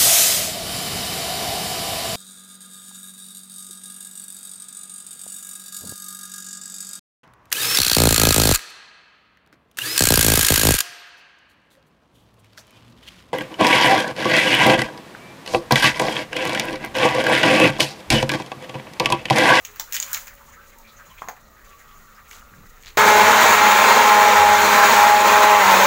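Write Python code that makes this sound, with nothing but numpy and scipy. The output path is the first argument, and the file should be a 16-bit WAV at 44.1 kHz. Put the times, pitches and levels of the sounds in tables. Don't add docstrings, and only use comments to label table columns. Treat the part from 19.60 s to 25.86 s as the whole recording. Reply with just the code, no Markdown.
import sys
import numpy as np
from scipy import signal
from scipy.fft import rfft, irfft
from scipy.io import wavfile
from scipy.ndimage import uniform_filter1d

SR = 44100
rng = np.random.default_rng(int(sys.argv[2]) if len(sys.argv) > 2 else 0)


def voltage_ratio(level):
    return 10 ** (np.asarray(level, float) / 20)


def transcribe(u):
    v = np.clip(np.atleast_2d(u).T, -1, 1)
    q = np.round(v * 32767).astype(np.int16)
    wavfile.write(sys.argv[1], SR, q)


N = 276149
T = np.arange(N) / SR
MAINS_RIPPLE_HZ = 100

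# t/s, grip of shaft on jug/dB, churning effort/dB
BLENDER_WORK = [(3.37, -7, -18), (3.68, 1.5, -16.5), (3.81, -18, -15.5), (4.05, 3.5, -17.5), (4.16, 0, -17),
                (4.33, -4.5, -16.5), (4.47, 3, -19), (4.76, 3, -17.5), (4.91, 6, -20.5), (5.1, -1, -16.5),
                (5.35, 0.5, -17), (5.57, 4, -20.5), (5.76, 2.5, -17.5), (5.99, 5, -19.5), (6.04, -2, -18.5),
                (6.15, -3.5, -16), (6.26, -13, -18)]


def evened(x):
    return x / np.sqrt(np.mean(x ** 2) + 1e-20)


def read(points, hz):
    f, value = np.transpose(points)
    return np.interp(np.log(hz + 1), np.log(f + 1), value)


def curves(rows):
    s, *columns = np.transpose(rows)
    return [np.interp(T, s, c) for c in columns]


def add(mix, s, sound):
    part = mix[round(s * SR):][:len(sound)]
    part += sound[:len(part)]


def band(x, lo_hz, hi_hz):
    sos = signal.butter(2, [lo_hz, min(hi_hz, SR / 2.1)], "band", fs=SR, output="sos")
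    return signal.sosfilt(sos, x)


def drift(rate_hz):
    count = int(N / SR * 60) + 2
    f = np.fft.rfftfreq(count, 1 / 60)
    slow = irfft(rfft(rng.standard_normal(count)) / np.sqrt(1 + (f / rate_hz) ** 4), count)
    return np.interp(T, np.arange(count) / 60, evened(slow))


def hiss(spectrum, patchy_db, streaky_db, peaks=()):
    frames, hz = N // 512 + 5, np.fft.rfftfreq(2048, 1 / SR)
    a, b, patches, streaks = rng.standard_normal((frames, 1025, 4)).T
    patches = uniform_filter1d(patches, size=14, axis=0)
    patches = evened(uniform_filter1d(patches, size=8, axis=1))
    streaks = evened(uniform_filter1d(streaks, size=20, axis=1))
    peaks_db = sum(db / (1 + (2 * (hz - f) / width) ** 2) for f, width, db in peaks)
    shape_db = read(spectrum, hz) + peaks_db
    z = (a + 1j * b) * voltage_ratio(shape_db[:, None] + patchy_db * patches + streaky_db * streaks)
    return signal.istft(z, nperseg=2048, noverlap=1536)[1][:N]


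def kitchen():
    # f/Hz, level/dB
    room = [(12, -29), (20, -29), (49, -0.5), (274, -17), (532, -13), (621, -16.5), (1030, -19.5),
            (1180, -9.5), (1380, -12.5), (1480, -58), (1880, -13), (2570, -43), (4000, -22.5), (5200, -39),
            (8800, -120)]
    # t/s, level/dB
    rumble = [(0, -58.5), (1, -54), (2, -56.5), (3, -52.5), (3.3, -50)]
    # start/s, end/s, f/Hz, level/dB
    hums = [(0.3, 1.557, 223.7, -63), (0.298, 1.5, 563, -59), (1.907, 3.1, 1145, -59.5),
            (1.8, 3.2, 1250, -62), (2.2, 3.2, 1330, -61), (2.2, 3.2, 1405, -62), (.07, 0.178, 422, -48.5),
            (1.786, 3.3, 216.4, -65)]
    out = voltage_ratio(-54.5) * evened(hiss(room, 2.0, 3.5))
    out += voltage_ratio(curves(rumble)[0]) * evened(band(rng.standard_normal(N), 16.5, 33.4))
    for start, end, hz, db in hums:
        swell = np.clip(np.minimum(T - start, end - T) / 0.035, 0, 1)
        high = hz > 1000
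        level_db = db - 1.0 + (3 + 2.5 * high) * drift(7)
        phase = 2 * np.pi * hz * T + (.6 + .9 * high) * drift(8.2)
        out += swell * voltage_ratio(level_db) * np.cos(phase)
    return out


def rubbing():
    # t/s, level/dB
    pressure = [(0.0, -48.5), (0.19, -49.5), (0.4, -42), (0.51, -34), (0.6, -39), (0.72, -50),
                (1.02, -53.5), (1.6, -51), (1.8, -56), (2.3, -52.5), (3.0, -54), (3.37, -52)]
    bright_db = curves(pressure)[0]
    over_rest_db = bright_db + 54.5
    dull_db = -53 + 0.86 * over_rest_db
    flicker_db = np.array([
        np.clip(9.0 + 0.24 * over_rest_db, 0, 9) * np.minimum(drift(30), 1.6),
        4.5 * np.minimum(drift(17), .9),
        1.0 * drift(30),
        3.9 * drift(15)])
    grains = rng.standard_normal((4, N)) * voltage_ratio(flicker_db)
    bright = evened(band(grains[0], 4200, 14300))
    bright += voltage_ratio(5.5) * evened(band(grains[2], 2700, 21000))
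    bright += evened(band(grains[2], 9600, 18600))
    dull = evened(band(grains[1], 800, 1700)) + evened(band(grains[3], 1370, 2760))
    return voltage_ratio(bright_db - 12.0) * bright + voltage_ratio(dull_db - 8.0) * dull


def splinters():
    # t/s, peak level/dB
    ticks = [(0.0456, -31), (0.3108, -31), (0.3238, -15), (0.3308, -11.5), (0.3407, -21), (0.3647, -11),
             (0.4003, -12), (0.4219, -25), (0.4635, -21), (0.5158, -17.5), (0.5301, -5.5), (0.5435, -13),
             (0.6568, -31), (0.7374, -35), (0.7516, -31), (1.1851, -29)]
    out, t = np.zeros(N), np.arange(1500) / SR
    decay = voltage_ratio(-60 * t / .0028) + voltage_ratio(-22 - 60 * t / .05)
    for s, db in ticks:
        tick = band(rng.standard_normal(len(t)) * decay, 9000, 15000)
        add(out, s + .0012, voltage_ratio(db - 1.5) * tick / abs(tick).max())
    return out


def knocks():
    # t/s, peak level/dB, ring f/Hz, rattle level/dB
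    ice_cracks = [(0.0493, -17, 2700, -9.5), (0.1591, -37, 1300, 2.5), (0.196, -15.5, 1230, -1),
                  (0.3233, -11, 2540, -12), (0.3312, -12, 2590, -12), (0.3424, -17.5, 2300, 2.5),
                  (0.3467, -26, 2650, 2), (0.3495, -17.5, 1920, 0.5), (0.4, -6.5, 2690, -24),
                  (0.4222, -20, 2350, -7), (0.426, -7, 2930, -20), (0.4307, -23, 1960, -7),
                  (0.443, -24, 1680, -17), (0.4634, -30, 1080, -14), (0.5306, -18, 1600, -5),
                  (0.54, -23, 1920, 4.5), (0.5443, -7, 2950, -15.5), (0.574, -20, 1310, -16),
                  (0.67, -31, 1790, 2)]
    # t/s, peak level/dB, ring f/Hz, body level re snap/dB
    cube_bumps = [
        (0.365, -11.5, 2450, -6.5),
        (0.5676, -21, 1480, -5.5),
        (1.3973, -52, 1310, 5),
        (1.619, -35.5, 1060, 4.5),
        (1.642, -39, 1040, -9),
        (1.6852, -16, 960, -6),
        (1.765, -42, 1290, 0),
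        (2.7105, -32.5, 1890, -4),
        (3.28, -32, 2090, -19),
    ]
    middling_db, bump_top_db, bump_rattle_db = -18, -13, -13
    ping_hz, ping_t60_s, ping_db = 6860, 0.0073, 1.5
    out, t = np.zeros(N), np.arange(7000) / SR
    rows = [(s, db, hz, -18.5 - 0.28 * (db - middling_db), -15 - 0.085 * (db - middling_db), rattle_db)
            for s, db, hz, rattle_db in ice_cracks]
    rows += [(*row, bump_top_db, bump_rattle_db) for row in cube_bumps]
    for s, snap_db, hz, body_db, top_db, rattle_db in rows:
        noise = rng.standard_normal(len(t))
        flicker = evened(uniform_filter1d(rng.standard_normal(len(t)), size=70))
        crackle = voltage_ratio(rattle_db - 60 * t / 0.073 + 4.6 * np.minimum(flicker, 1.7))

        snap = evened(band(noise, 3240, 8900))
        snap += voltage_ratio(top_db + 16.5) * evened(band(noise, 10200, 21000))
        tick = t / .0004 * np.exp(1 - t / .0004)
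        tick *= 1.9 / abs(snap * tick).max()

        modes_hz = hz * np.array([0.98, 0.79, 1.46, 1.87]) * rng.uniform(1.0, 1.04, 4)
        blow = sum(np.sin(2 * np.pi * f * t) for f in modes_hz)
        blow *= voltage_ratio(-60 * t / .009) * np.minimum(t / .0006, 1)
        blow += voltage_ratio(4.5) * crackle * evened(band(noise, 0.79 * hz, 1.58 * hz))

        ping = np.sin(2 * np.pi * ping_hz * rng.uniform(0.937, 1.066) * t)
        ping *= voltage_ratio(ping_db - 60 * t / ping_t60_s) * np.minimum(t / 0.00061, 1)

        knock = voltage_ratio(snap_db - 8.5) * (snap * (.5 * tick + crackle) + ping)
        knock += voltage_ratio(snap_db + body_db + 1.0) * blow
        add(out, s + 0.00066, knock)
    return out


def taps():
    # t/s, peak level/dB
    fumbles = [
        (0.159, -41),
        (0.4264, -31),
        (1.1854, -53),
        (1.3987, -48),
    ]
    # t/s, peak level/dB
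    scrapes = [
        (2.6703, -52),
        (2.7117, -29),
    ]
    # t/s, peak level/dB
    tray_taps = [
        (3.225, -42),
        (3.2343, -36),
        (3.247, -31),
        (3.259, -29),
        (3.2676, -28),
        (3.2755, -29),
        (3.2807, -28),
    ]
    t60_s = .007
    out, t = np.zeros(N), np.arange(600) / SR
    for s, db in tray_taps + scrapes + fumbles:
        tap = band(rng.standard_normal(len(t)), 1400, 4000) * voltage_ratio(-60 * t / t60_s)
        add(out, s + 0.00099, voltage_ratio(db - 1) * tap / abs(tap).max())
    return out


def thuds():
    # t/s, f/Hz, t60/s, peak level/dB
    wall_tones = [(1.6198, 1100, .011, -15.5), (1.6198, 2100, .008, -29), (1.6245, 1150, .014, -31),
                  (1.629, 800, .02, -35), (1.6415, 1020, .011, -28), (1.653, 1000, .015, -35),
                  (1.6765, 1080, .012, -24.5), (1.6855, 1850, .014, -24), (1.6876, 950, .022, -25),
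                  (1.69, 770, .028, -25), (1.6945, 1100, .02, -31), (1.702, 850, .025, -33),
                  (1.709, 780, .03, -33), (1.716, 900, .02, -37), (0.5305, 1600, .016, -24),
                  (.203, 900, .04, -32), (.81, 900, .09, -47), (.876, 920, .12, -49),
                  (1.3975, 1350, .045, -41), (2.7125, 2300, .018, -34), (2.7635, 1300, .014, -37),
                  (2.773, 1400, .016, -38), (2.82, 1400, .016, -38), (3.2345, 2300, .01, -37),
                  (3.268, 4000, .008, -33), (.965, 1300, .12, -48), (2.2, 1900, .05, -47),
                  (2.58, 1250, .08, -47), (2.81, 2900, .04, -50), (2.937, 1600, .06, -46),
                  (3.057, 1400, .05, -47), (3.108, 1900, .06, -49)]
    out, t = np.zeros(N), np.arange(4000) / SR
    for s, hz, t60_s, db in wall_tones:
        attack = np.minimum(t / 0.0007, 1)
        add(out, s, voltage_ratio(db - 60 * t / t60_s) * np.sin(2 * np.pi * hz * t) * attack)
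    return out


def swishes():
    # start/s, length/s, f/Hz, level/dB
    clatter = [(0.271, 0.048, 1350, -47.5), (.49, 0.098, 1300, -42), (0.663, 0.098, 1730, -47),
               (.8, .06, 1300, -51), (0.873, 0.076, 1100, -53), (0.929, 0.065, 1850, -49.5),
               (1.12, 0.043, 1900, -55), (1.27, 0.072, 3800, -53.5), (1.379, .08, 1420, -48),
               (1.398, .04, 1480, -50), (1.484, 0.062, 2000, -59), (1.493, 0.049, 3000, -58),
               (1.571, 0.035, 2200, -48), (1.578, .05, 3300, -55), (1.635, 0.055, 1000, -50),
               (1.7, 0.067, 800, -51), (1.948, 0.16, 1700, -54), (2.07, .05, 3300, -60),
               (2.198, 0.048, 1750, -50), (2.48, 0.043, 1400, -52), (2.566, 0.07, 1600, -50),
               (2.698, 0.2, 1350, -52), (2.927, .04, 1660, -54), (3.052, 0.034, 1700, -51.5)]
    # start/s, length/s, f/Hz, level/dB
    slides = [
        (1.622, .13, 200, -55),
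        (2.273, .1, 2200, -56),
        (2.704, .12, 2820, -48.5),
        (2.68, .16, 8950, -49),
        (2.898, .25, 140, -51),
        (3.2, .15, 9000, -56),
        (3.254, .09, 2600, -47),
    ]
    # start/s, length/s, f/Hz, level/dB
    touched = [(0.85, 0.067, 1140, -62), (0.93, 0.084, 1850, -61), (0.96, 0.085, 1300, -51),
               (0.97, 0.12, 1560, -52), (1.15, 0.083, 907, -52), (1.24, 0.091, 2370, -55),
               (1.281, .2, 1280, -58), (1.37, .1, 1940, -63), (1.491, .07, 3030, -58),
               (1.49, 0.082, 1050, -53), (1.57, .05, 2400, -52), (1.58, 0.072, 3280, -56),
               (2.26, .1, 1320, -59), (2.482, 0.1, 1430, -64), (2.58, .08, 1190, -54),
               (2.718, .13, 1350, -61)]
    # start/s, f/Hz, level/dB
    bangles = [(0.918, 6500, -58.5), (1.362, 6400, -58), (1.453, 6900, -60), (1.5, 6900, -68),
               (1.823, 5800, -68), (1.93, 6500, -68), (1.85, 4100, -64), (2.05, 6300, -65),
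               (2.2, 7040, -66), (2.35, 6600, -64), (2.55, 5100, -61)]
    bangle_s = .047
    out = np.zeros(N)
    rows = [(*row, 0.32) for row in clatter] + [(*row, .98) for row in slides]
    rows += [(*row, .075) for row in touched]
    rows += [(s, bangle_s, hz, db, .17) for s, hz, db in bangles]
    for s, length_s, hz, db, share in rows:
        width_hz = share * hz
        centre_hz = np.sqrt(hz ** 2 + width_hz ** 2 / 4)
        u = np.linspace(0, 1, round(length_s * SR))
        white = rng.standard_normal(12000)
        flicker = evened(uniform_filter1d(white[::-1], size=110))
        grains = voltage_ratio(2.8 * share * flicker)
        noise = band(white * grains, centre_hz - width_hz / 2, centre_hz + width_hz / 2)
        swell = np.sin(np.pi * u ** 0.58) ** 1.2
        add(out, s, voltage_ratio(db) * evened(noise)[-len(u):] * swell)
    return out


def tiles(x):
    t = np.arange(12000) / SR
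    echoes = rng.choice([-1., 1.], len(t)) * (rng.random(len(t)) < 2000 / SR)
    tail = echoes * voltage_ratio(-60 * t / 0.24) * (t > .004)
    return signal.oaconvolve(x, tail / np.linalg.norm(tail))[:N]


def sway_db(order):
    # shaft order, t/s, length/s, change/dB
    sways = [(2, 3.52, .25, 3), (2, 3.77, 0.15, -12), (2, 4.17, 0.13, -12), (2, 4.9, .2, 2),
             (2, 5.8, 0.17, 4), (2, 5.93, .16, 6), (2, 6.18, 0.19, -6), (3, 4.5, 0.074, -12),
             (3, 4.6, .1, 4.5), (3, 4.4, 0.061, -6), (3, 5.11, .08, -6), (3, 5.85, 0.16, 4.5),
             (3, 6.07, 0.06, -6), (4, 3.42, .08, -5), (4, 3.55, .1, 1.5), (4, 3.65, .07, -8),
             (4, 3.7, .05, 3), (4, 3.95, .03, -4), (4, 5.72, .07, 4), (4, 4.35, 0.087, -7),
             (4, 5.4, 0.072, 4), (4, 4.75, .05, -5), (4, 5.07, .05, -10), (4, 5.7, 0.043, -12),
             (4, 5.25, .05, 3.5), (4, 5.3, 0.044, -13), (4, 5, .05, -3.5), (4, 5.53, 0.06, 4.5),
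             (4, 6.07, 0.066, -2), (5, 4.52, .2, 4.5), (5, 4.68, .06, -8), (5, 4.97, .05, -8),
             (5, 5.13, .05, -8), (5, 5.2, .08, 4), (5, 5.36, 0.093, 7), (5, 5.55, 0.064, -12),
             (5, 5.4, .14, -12)]
    return sum(db * np.exp(-(1.67 * (T - s) / length_s) ** 2)
               for k, s, length_s, db in sways if round(k) == order)


def motor():
    # t/s, f/Hz
    shaft_speed = [(3.37, 211.2), (3.7, 211.7), (3.95, 209.9), (4.14, 210.5), (4.4, 209.9), (4.85, 207.2),
                   (5.02, 208.1), (5.15, 205.2), (5.33, 205.5), (5.46, 207.5), (5.68, 208.7), (5.9, 209.2),
                   (6.0, 206.9), (6.03, 195.4), (6.1, 193.1), (6.18, 194.9), (6.26, 194.9)]
    # t/s, f/Hz, level/dB
    bearing_whirl = [(3.37, 90, -40), (3.61, 85.8, -40.5), (4.5, 80.7, -53), (4.74, 84, -52),
                     (4.8, 82.5, -35), (5.0, 81.9, -40), (5.21, 69.9, -45), (5.4, 68.7, -48),
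                     (5.5, 79.9, -44), (5.8, 79.6, -46), (5.98, 81.3, -51), (6.22, 82.6, -46)]
    # shaft order, level/dB, share of grip, slope/(dB/s), change in sag/dB
    loud_orders = [
        (2, -30, 0.02, -2.5, -1),
        (3, -28, 0.0017, 2, 1),
        (4, -17, 0.9, -0.96, -2),
        (5, -22, 0.02, 1.3, -1.5),
    ]
    # shaft order, level/dB, slope/(dB/s)
    weak_orders = [(1, -38, -1), (4.5, -31.5, 5), (5.5, -36.5, 8.5), (6, -30, -3.5), (7, -31, -3.5),
                   (8, -31.5, -5.5), (9, -30, -1), (10, -31, -3.5), (11, -31.5, -2), (12, -39, -2),
                   (13, -37, 1), (14, -56, 1), (15, -40.5, -2), (16, -47, -6.5), (17, -40.5, -3.5),
                   (18, -40.5, -2), (19, -53, -4), (20, -44, -1), (21, -52, 3)]

    shaft_hz, grip_db = curves(shaft_speed)[0], curves(BLENDER_WORK)[0]
    load = np.clip((207.5 - shaft_hz) / 12, 0, 1)
    since_s = T - 4.8
    orders = [(k, db + share * grip_db + slope * since_s + sag_db * load + sway_db(round(k)) + 0.57 * drift(2.4))
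              for k, db, share, slope, sag_db in loud_orders]
    orders += [(k, db + slope * since_s) for k, db, slope in weak_orders]

    turn = 2 * np.pi * np.cumsum(shaft_hz * (1 + .001 * drift(12))) / SR
    mains = 2 * np.pi * MAINS_RIPPLE_HZ * T
    whirl_hz, whirl_db = curves(bearing_whirl)
    whirl = 2 * np.pi * np.cumsum(whirl_hz) / SR

    tone = voltage_ratio(whirl_db + 0.5 + 2.3 * drift(10)) * np.cos(whirl + 0.4 * drift(7.4))
    tone += voltage_ratio(-51.0 + 1.7 * drift(3.9)) * np.cos(turn - whirl)
    tone += voltage_ratio(-48.5 + 4.4 * drift(2.97)) * np.cos(mains)
    tone += load * voltage_ratio(-34.5 + 2.9 * drift(14)) * np.cos(turn)
    for k, db in orders:
        angle = round(2 * k) / 2 * turn + 7 * rng.random()
        sides = voltage_ratio(-15 + 2.5 * drift(6.8)) * np.cos(angle + mains)
        sides += voltage_ratio(-30.0 + 4.0 * drift(4.5)) * np.cos(angle - mains)
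        sides += voltage_ratio(-22.5 + 3.5 * drift(7.0)) * np.cos(angle + whirl * (k > 1.5))
        line = voltage_ratio((0.9 + 1.1 * load) * drift(8.0)) * np.cos(angle + (0.075 + 0.57 * load) * drift(27))
        tone += voltage_ratio(db + 2.5) * (line + sides)
    return tone, turn


def churn(turn):
    # f/Hz, level/dB
    liquid = [(40, -59), (70, -41), (150, -36.5), (240, -30), (330, -24), (450, -17), (700, -13.5),
              (900, -11.5), (1100, -12), (1400, -12.5), (2400, -15.5), (3000, -22.5), (5000, -29),
              (16000, -31.5)]
    # f/Hz, width/Hz, level/dB
    jug_walls = [(205, 24, 15.5), (231, 12.4, 18.5), (503, 410, 1.5), (833, 20, -6), (846, 60, 4.5),
                 (927, 143, 6), (1147, 12, 4), (1315, 16, 8), (1374, 23, 7.5), (1568, 43, 6.5),
                 (1036, 32, 4), (2910, 240, -1), (3930, 1500, 4), (737, 28, -14), (290, 35, -2.5)]
    # share of effort, share of grip, slow waver/dB
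    follow = [
        (1, -0.45, 1.5),
        (0.47, -0.6, 1),
        (0.51, -0.26, 0.42),
    ]

    grip_db, effort_db = curves(BLENDER_WORK)
    tight_db = np.maximum(grip_db, 0)
    shares_db = [(effort - 1) * effort_db + grip * tight_db + waver_db * drift(8.1)
                 for effort, grip, waver_db in follow]

    roar = hiss(liquid, .9, 2.9, jug_walls)
    roar *= 1 + 0.074 * np.cos(turn)
    roar *= 1 + 0.014 * np.cos(2 * np.pi * MAINS_RIPPLE_HZ * T)
    roar *= voltage_ratio(0.9 * drift(22))
    roar /= np.std(band(roar, 1260, 2170))

    chips = voltage_ratio(0.65 * np.minimum(rng.exponential(1, N), 4))
    chips *= (rng.random(N) < 500 / SR) * rng.choice([-1, 1], N)
    roar += voltage_ratio(-14.5) * evened(band(chips, 810, 5200))

    parts = band(roar, 100, 780), band(roar, 830, 1050), band(roar, 3000, 21000)
    change = sum((voltage_ratio(db - db[-2 * SR:].mean()) - 1) * part for db, part in zip(shares_db, parts))
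    return voltage_ratio(effort_db) * (roar + change)


def scene():
    change_s = 3.372
    hits = knocks() + splinters() + thuds() + taps()
    ice = hits + voltage_ratio(-7.5) * tiles(hits) + rubbing() + swishes() + kitchen()
    tone, turn = motor()
    return np.where(T < change_s, ice, tone + churn(turn))[None]


def top_cut(x):
    return signal.sosfilt(signal.butter(12, 17130, fs=SR, output="sos"), x)


def record(dry):
    # f/Hz, level/dB
    mic = [(1500, -0.5), (5000, -1), (5700, 1.5), (6800, 7), (8000, -1.5), (9700, -8), (11400, -5),
           (12200, -0.5), (13000, -7), (14500, 0), (15600, 6), (17000, 15)]
    log_gain = np.log(voltage_ratio(read(mic, abs(np.fft.fftfreq(2048, 1 / SR)))))
    impulse = np.fft.ifft(np.exp(log_gain - 1j * signal.hilbert(log_gain).imag)).real[:1024]
    x = signal.oaconvolve(dry, impulse[None])[:, :N]
    x = x / (1 + abs(x) ** 8) ** (1 / 8)
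    edge_hz = 15770
    edge = signal.firwin(3001, edge_hz, window=("kaiser", 11), fs=SR)
    mix = signal.oaconvolve(x, edge[None], "same")
    return top_cut(mix)


dry = scene()
out = record(dry)
transcribe(out)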